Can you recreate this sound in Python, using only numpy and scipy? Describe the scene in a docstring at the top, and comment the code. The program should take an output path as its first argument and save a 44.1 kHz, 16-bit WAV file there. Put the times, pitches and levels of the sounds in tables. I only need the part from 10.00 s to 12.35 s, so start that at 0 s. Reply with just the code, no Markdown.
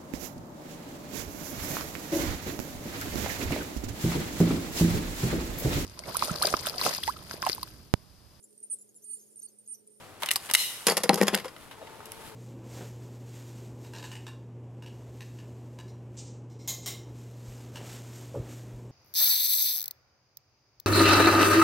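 """Sharp steel clicks, close to a stereo pair of microphones: a break-action shotgun is opened on a wooden
deck outdoors. Lever and lock snap, the hinge rubs and the barrels drop against their stop. A spent shell
slides out of the chamber with a hollow hiss, then bounces and rattles on the boards below, making them
ring. A jacket rustles and hands tap the gun, over faint open air and a thin drone that comes in late.
Boards, railing and wall throw back short echoes of gun and shell."""
import sys
import numpy as np
from scipy import signal
from scipy.fft import rfft, irfft, next_fast_len
from scipy.io import wavfile
from scipy.ndimage import uniform_filter1d

SR = 44100
rng = np.random.default_rng(int(sys.argv[2]) if len(sys.argv) > 2 else 0)


def wav_record(signal):
    """Record a signal, one row per channel, as 16-bit PCM in the file named by sys.argv[1]."""
    frames = np.transpose(np.atleast_2d(signal))
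    bounded = np.clip(frames, -1, 1)
    # unit amplitude maps onto the largest positive 16-bit level
    quanta = np.round(bounded * 32767).astype(np.int16)
    wavfile.write(sys.argv[1], SR, quanta)


N = 103635
TIME = np.arange(N) / SR
SIZE = 2 * next_fast_len(N)
FREQS = np.maximum(np.fft.rfftfreq(SIZE, 1 / SR), 1)

# resonances and hollows of the chamber: f/Hz, width/Hz, lift/dB
CHAMBER = [(2034, 220, 11.5), (2937, 390, 14), (3830, 200, 12), (4840, 140, -15), (5126, 130, 11.5),
           (5300, 180, 0), (6020, 110, 6), (8640, 140, 6.5), (9430, 120, 6), (11400, 160, 7)]
# the shell meets the boards: t/s, rise/s, decay/s, thump/dB, hardness/(dB/octave), knock/dB, tube/dB, rim/dB
SHELL_HITS = [(0.8676, 0.0007, 0.0079, -31.5, -4.5, -21, -21.5, -14.5),
              (.880, 0.0028, 0.011, -33.5, 12.5, -21, -21, -22.5),
              (0.898, 0.0013, 0.0037, -40, 13, -24, -34, -20.5),
              (0.907, 0.0015, 0.019, -33, 9, -29, -33.5, -31),
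              (.919, 0.0019, 0.0031, -32.5, 3, -28, -35, -26.5),
              (.968, 0.0014, 0.0064, -37.5, -1, -25.5, -29, -18.5),
              (0.9761, 0.001, 0.0045, -43.5, 15, -27.5, -25.5, -21.5),
              (1.003, .0005, 0.0027, -45, 1, -34, -38, -39),
              (1.032, 0.0037, 0.0053, -63, -13, -25, -36, -21.5),
              (1.037, .001, 0.0081, -39.5, -11, -30, -30, -27.5),
              (1.055, 0.0027, 0.0039, -43, 6, -29.5, -50, -56),
              (1.0933, 0.00019, 0.0015, -17, 1.5, -17, -12, -15.5),
              (1.097, 0.00092, 0.0069, -28.5, 18, -20, -38, -38),
              (1.128, 0.0036, 0.015, -22.5, 0, -28, -40, -38),
              (1.1424, 0.00047, 0.0024, -35, 8.5, -30, -30, -16.5),
              (1.157, 0.00075, 0.0028, -32.5, 0, -42, -43, -27.5),
              (1.174, 0.0014, 0.023, -46, 2, -31, -38.5, -36.5),
              (1.202, 0.0039, 0.024, -32.5, -11, -47, -35.5, -45),
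              (1.213, 0.00095, 0.0014, -17, 2.5, -20, -24, -20.5),
              (1.222, 0.0011, 0.0019, -52, 11, -31, -34, -25.5),
              (1.229, 0.00062, 0.0019, -27, -7, -17, -43, -28),
              (1.233, 0.00018, 0.0028, -42, -8, -26, -28.5, -23),
              (1.268, 0.0016, 0.017, -52, -5, -32, -32.5, -33),
              (1.28, 0.0013, 0.005, -28.5, 2, -16, -21.5, -23),
              (1.326, 0.0088, 0.0044, -25.5, 1.5, -30.5, -36, -38),
              (1.339, 0.00031, 0.0017, -35, -7, -14.5, -21.5, -40),
              (1.345, 0.00055, 0.0034, -44, -5, -40, -17, -21),
              (1.350, 0.00068, 0.0014, -39, 9, -30, -35, -17),
              (1.361, 0.00091, 0.0098, -42, -10, -30.5, -37, -41),
              (1.375, 0.00054, 0.0015, -63, 7, -27, -26, -30),
              (1.385, 0.00041, 0.0044, -64, 4, -37, -31.5, -40),
              (1.398, 0.00037, 0.006, -57, 2, -45, -36, -41.5),
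              (1.442, 0.0036, 0.012, -62, 14, -32.5, -40.5, -45.5),
              (1.453, 0.0014, 0.013, -66, 17, -39.5, -55, -46),
              (1.48, 0.00087, 0.009, -67, -5, -56, -43.5, -46)]
# paths to the microphones from gun height and from the boards:
# f/Hz, left-right likeness, left minus right/dB, left lead/rad
FROM_GUN = [(30, 0.25, 1, -0.2), (150, 0.7, 4, -0.6), (1200, 0.88, 3, -0.74), (2850, 0.38, 0, -0.76),
            (5300, 0.046, 0, -0.5), (10000, 0.45, 0, 0.2), (14000, 0.85, 0.5, 0.1)]
FROM_BOARDS = [(500, .99, 5, -0.17), (1400, 0.95, 2, -0.2), (3000, 0.8, 1.5, -0.7), (6000, 0.32, -3, -1),
               (10100, 0.68, -1, 0.18)]


def gun_clicks():
    """Lever, lock and barrels strike, later hands tap the gun; the chamber lightly colours each knock."""
    # the action, then hands and cuffs: t/s, rise/s, decay/s, stock/dB, steel/dB, edge/dB
    clicks = [(.221, 0.0008, 0.0043, -32.5, -31.5, -33), (.226, 0.0021, 0.0059, -38, -51, -46),
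              (.232, 0.00078, 0.0031, -28.5, -21, -27), (.238, 0.0012, 0.012, -35, -45, -55),
              (.2595, .0005, 0.0047, -53, -31, -28.5), (.269, 0.0015, 0.014, -38.5, -38, -53),
              (.287, 0.00078, .003, -35, -20, -29), (.3075, 0.00055, 0.0048, -28.5, -21.5, -27),
              (.3128, 0.00037, 0.0018, -27, -18, -11), (.318, .001, 0.0078, -55, -49, -29),
              (.3345, 0.0006, 0.0049, -61, -55, -29.5), (.359, 0.00033, 0.00092, -22, -24.5, -15),
              (.362, 0.00085, 0.0035, -34, -41, -23), (.488, 0.0035, 0.0055, -35, -36, -51),
              (.498, 0.00081, 0.0046, -30.5, -29.5, -34), (.5116, 0.00033, 0.0029, -27, -30, -21.5),
              (.5366, 0.00051, 0.0016, -32, -32, -11), (.5397, 0.00028, 0.004, -31.5, -18, -14.5),
              (.547, 0.0034, 0.0037, -31, -18.5, -12.5)]
    taps = [(1.563, 0.0012, 0.0036, -42.5, -42, -57), (1.71, 0.001, 0.019, -46, -46.5, -53),
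            (1.814, 0.004, 0.011, -52, -63, -74), (1.868, .003, 0.005, -50, -46, -66),
            (2.004, .0005, 0.0024, -36.5, -60, -60), (2.0555, .0003, 0.0037, -52, -47, -38.5),
            (2.065, 0.0015, 0.0038, -49, -57, -48), (2.119, 0.0005, 0.0012, -49, -39.5, -30.5)]
    colour = [(130, -18.5), (400, -20.5), (900, -9), (1500, -4), (2200, 5), (4000, 3.5), (7000, -0.5),
              (10500, 5), (13000, -0.5), (16000, -11)]  # the gun's body: f/Hz, level/dB
    faint_chamber = [(hz, width, 0.49 * db) for hz, width, db in CHAMBER]
    return contacts(clicks + taps, response(colour, faint_chamber))


def hinge_rub():
    """Friction in the hinge while the barrels move."""
    pressure = [(.2, -50.5), (.235, -46), (.33, -54.5), (.4, -53), (.45, -43), (.475, -44), (.52, -47),
                (.56, -60), (.74, -46), (.84, -47.5), (.9, -43)]  # strength of the rub: t/s, level/dB
    colour = [(200, -19), (1000, 2), (3000, -1.5), (6000, -5.5), (10000, -1), (16000, -15)]  # its spectrum: f/Hz, level/dB
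    turning = (TIME > pressure[0][0]) & (TIME < pressure[-1][0])
    return turning * level(pressure) * shaped(grit(rough_db=3.0), response(colour))


def shell_slide():
    """The shell rubs along the chamber, which colours the hiss; a thin steel part rings along."""
    colour = [(150, -29), (700, -11), (1500, -9.5), (2500, -5), (4000, -1), (7000, -3), (10500, 1),
              (13000, -4.5), (16000, -15)]  # sliding friction: f/Hz, level/dB
    start_s, rise_s, peak_s, ring_hz = 0.565, 0.0053, 0.609, 4107
    peak_db, swell_db_per_s, fade_db_per_s = -27.5, 101, 94
    past_peak = TIME - peak_s
    db = peak_db + np.minimum(swell_db_per_s * past_peak, -fade_db_per_s * past_peak)
    force = amp(db) * np.clip((TIME - start_s) / rise_s, 0, 1)
    hiss = shaped(force * grit(rough_db=-0.9), response(colour, CHAMBER))
    ring = amp(-29) * swell(start=0.561, rise=0.035, decay=0.032) * np.sin(2 * np.pi * ring_hz * TIME)
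    return hiss + ring


def shell_bounces():
    """The empty shell clatters on the boards with its tube and rim."""
    colour = [(130, -23.5), (280, -13), (450, -3.5), (700, -5.5), (1400, -5), (2200, -5), (4500, -11),
              (7800, -19), (10000, -14.5), (12500, -15), (15000, -33)]  # shell on wood: f/Hz, level/dB
    resonances = [(483, 70, 8.2), (824, 22, 1.8), (1048, 17, 7.2), (2010, 280, 6.1), (2780, 300, 4.7),
                  (3310, 140, 7.5), (5070, 460, 7.4), (7060, 560, 5.9), (9880, 630, 5.4)]  # its resonances: f/Hz, width/Hz, lift/dB
    return contacts(SHELL_HITS, response(colour, resonances))


def pings():
    """Gun and shell ring briefly, each contact at a pitch set by where the part is struck."""
    # rings of the gun's parts, then of the shell's brass head and tube: t/s, f/Hz, level/dB, decay/s
    gun_pings = [(0.225, 944, -24, 0.003), (.234, 620, -29, 0.0051), (.288, 2790, -15, 0.0026),
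                 (0.3086, 2000, -21, 0.0033), (.3105, 2930, -17.5, 0.003), (.359, 1148, -24, 0.0037),
                 (.359, 786, -31, 0.004), (0.358, 4480, -9, 0.0004), (0.363, 4900, -18, 0.0025),
                 (.549, 2067, -7.5, 0.0023), (0.5496, 2907, -8.5, 0.0033), (0.5491, 3880, -14, 0.0039),
                 (1.816, 640, -35, 0.004), (1.825, 536, -36, 0.0069), (1.82, 3790, -59, 0.05),
                 (2.1185, 10700, -25, 0.0006)]
    shell_pings = [(.897, 4600, -18.5, 0.0062), (.912, 4520, -23.5, .006), (.976, 523, -24.5, 0.0066),
                   (1.038, 494, -22.5, 0.0094), (1.0927, 4200, -5, 0.00078), (1.0927, 2670, -11.5, 0.0012),
                   (1.0929, 1970, -12, 0.0012), (1.132, 5150, -25, 0.0045), (1.2135, 480, -10.5, 0.0036),
                   (1.214, 1876, -17.5, 0.0028), (1.2137, 2340, -14, 0.0015), (1.228, 1870, -26, 0.004),
                   (1.2805, 6880, -15, 0.0013), (1.282, 3380, -17, 0.002), (1.282, 5020, -17.5, 0.0018),
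                   (1.349, 4890, -19, 0.002), (1.35, 9900, -14, 0.0012), (1.456, 520, -26.5, 0.0065),
                   (1.481, 4880, -39, 0.0036)]
    rise_s, out = 0.00092, 0
    for rows, path in (gun_pings, FROM_GUN), (shell_pings, FROM_BOARDS):
        rings = sum(amp(db) * swell(s, rise_s, decay) * np.sin(2 * np.pi * hz * (TIME - s))
                    for s, hz, db, decay in rows)
        out = out + at_microphones(np.array([low_cut(rings), np.zeros(N)]), path)
    return out


def deck():
    """Every landing rings the boards, a little to the left; harder contacts favour the upper modes."""
    modes = [(173, -13, 0.16), (187, -12.5, 0.07), (203.5, -0.5, 0.11), (244, -2, 0.035),
             (345, -1.5, 0.041), (388.4, -4, 0.095), (494, -11, 0.056), (535.5, -17, 0.19),
             (625, -16, 0.018), (677, -16, 0.042), (802.4, -7, 0.044)]  # modes of the boards: f/Hz, level/dB, t60/s
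    s, rise, _, thump_db, hardness = np.transpose(SHELL_HITS)[:5]
    landings = ((s + rise / 2) * SR).astype(int)
    out = 0
    for hz, db, t60 in modes:
        scatter_db = 0.3 * rng.standard_normal(len(s))
        blows = np.zeros(N)
        blows[landings] = amp(thump_db + db + hardness * np.log2(hz / 300) + scatter_db)
        radius, angle = amp(-60 / (t60 * SR)), 2 * np.pi * hz / SR
        feedback = [1, -2 * radius * np.cos(angle), radius ** 2]
        out = out + signal.lfilter([0, np.sin(angle)], feedback, blows + 1e-18)
    return low_cut(out) * amp([[2.5], [-2.5]])


def porch(x):
    """Short scatter from the nearby boards, railing and wall."""
    colour = [(100, -1), (600, 2), (5000, -0.5), (16000, -4)]  # the echoes' spectrum: f/Hz, level/dB
    echo_db, t60_s, delay_s = -14.5, 0.23, 0.0056
    tail = grit(rough_db=4.5) * amp(-60 * TIME / t60_s) * (TIME > delay_s)
    tail /= np.sqrt(np.sum(tail ** 2) / 2)
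    echoes = at_microphones(shaped(tail, response(colour)), FROM_BOARDS)
    return amp(echo_db) * signal.fftconvolve(x.mean(axis=0)[None], echoes, axes=1)[:, :N]


def jacket():
    """Cloth rubs with a coarse grain, loudest near the end."""
    movement = [(0, -59), (.2, -74), (1.5, -60), (1.64, -52), (1.77, -68), (1.86, -75), (2.03, -69),
                (2.14, -52.5), (2.28, -46), (2.35, -59)]  # strength of the rustle: t/s, level/dB
    colour = [(100, 12), (400, 8), (1500, 6), (3500, 2.5), (6500, -4), (11000, 1), (16000, -14)]  # the cloth: f/Hz, level/dB
    return level(movement) * shaped(grit(rough_db=2, size=120), response(colour))


def outdoor_air():
    """A faint, low wash of open air that drifts in level."""
    colour = [(25, -17), (50, -9.5), (100, 0), (200, -4.5), (460, -3), (900, -5), (2000, -12), (3500, -15),
              (6200, -21), (11000, -21), (16000, -33)]  # the air's spectrum: f/Hz, level/dB
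    drift = [(0, -47.5), (.15, -50.5), (.8, -53.5), (1.1, -48.5), (1.4, -49), (1.55, -53), (1.75, -51),
             (1.85, -49), (2.13, -49), (2.35, -51)]  # its rise and fall: t/s, level/dB
    return level(drift) * shaped(grit(rough_db=1.5), response(colour))


def drone():
    """Two narrow bands of noise, about an octave apart, make a thin wavering tone."""
    start_s, rise_s, half_width_hz = 1.725, 0.061, 19
    tone = 0
    for hz, db in (440, -56.5), (890, -57):
        band = 1 / (1 + ((FREQS - hz) / half_width_hz) ** 2)
        tone = tone + amp(db) * shaped(rng.standard_normal((2, N)), band)
    return tone * np.clip((TIME - start_s) / rise_s, 0, 1)


def contacts(rows, body):
    """Each contact is a brief chatter; its last three columns drive a body's low, middle and high bands."""
    edges = [170, 1200, 4500, 15500]  # limits of the three bands: f/Hz
    out, shapes = 0, [swell(*row[:3]) for row in rows]
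    for k, (low, high) in enumerate(zip(edges, edges[1:])):
        force = np.sqrt(sum((amp(row[k - 3]) * shape) ** 2 for row, shape in zip(rows, shapes)))
        band = 1 / np.sqrt((1 + (low / FREQS) ** 8) * (1 + (FREQS / high) ** 8))
        out = out + shaped(force * grit(rough_db=1.5, size=8), body * band)
    return out


def at_microphones(pair, path):
    """Mid and side signals become left and right, with the path's likeness, balance and phase lead."""
    mid, side = rfft(pair, SIZE)
    alike, balance_db, lead = (at_hz([(row[0], row[k]) for row in path]) for k in (1, 2, 3))
    sign = np.array([[1], [-1]])
    both = np.sqrt((1 + alike) / 2) * mid + sign * np.sqrt((1 - alike) / 2) * side
    return irfft(both * amp(sign * balance_db / 2) * np.exp(.5j * sign * lead))[:, :N]


def grit(rough_db, size=40):
    """Two unrelated friction noises that share an uneven grain, `size` samples long."""
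    grain = amp(rough_db * uniform_filter1d(rng.standard_normal(N), size) * np.sqrt(size))
    return rng.standard_normal((2, N)) * grain / np.sqrt(np.mean(grain ** 2))


def swell(start, rise, decay):
    """Rise to one, then die away; times in seconds."""
    age = TIME - start
    return np.clip(age / rise, 0, 1) ** 2 * np.exp(-np.clip((age - rise) / decay, 0, 32))


def shaped(x, gain):
    """Causal filter with the shape of this gain, keeping the power of white noise."""
    cepstrum = irfft(np.log(gain / np.sqrt(np.mean(gain ** 2)) + 1e-6))
    cepstrum[1:SIZE // 2] *= 2  # fold onto positive time for minimum phase
    cepstrum[SIZE // 2 + 1:] = 0
    return irfft(rfft(x, SIZE) * np.exp(rfft(cepstrum)))[..., :N]


def response(colour, resonances=()):
    """A broad colour with resonant peaks and hollows on it."""
    peaks_db = sum(db / (1 + (2 * (FREQS - hz) / width) ** 2) for hz, width, db in resonances)
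    return amp(at_hz(colour) + peaks_db)


def low_cut(x, hz=171):
    """Small parts and thin boards radiate no deep bass."""
    return signal.sosfilt(signal.butter(8, hz, btype="high", fs=SR, output="sos"), x + 1e-18)


def at_hz(points):
    """A table joined by lines on a log-frequency axis."""
    hz, value = np.transpose(points)
    return np.interp(np.log(FREQS), np.log(hz), value)


def level(points):
    """Gain over time from rows of t/s, level/dB."""
    return amp(np.interp(TIME, *np.transpose(points)))


def amp(db):
    """Decibels to gain."""
    return 10 ** (np.asarray(db) / 20)


def scene():
    """The gun close to the microphones, shell and deck below it, open air all round."""
    shell = at_microphones(shell_bounces(), FROM_BOARDS)
    gun = at_microphones(gun_clicks() + hinge_rub() + shell_slide(), FROM_GUN)
    near = gun + shell + deck()
    rings = pings()
    echoes = porch(near + 0.61 * rings)  # the pings stay a little drier
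    background = at_microphones(outdoor_air() + jacket() + drone(), FROM_GUN)
    return near + rings + echoes + background


def record(dry):
    """A steep low-pass cuts the very top of the treble."""
    cutoff_hz = 16000
    return signal.sosfilt(signal.ellip(10, .2, 80, cutoff_hz, fs=SR, output="sos"), dry)


dry = scene()
out = record(dry)
wav_record(out)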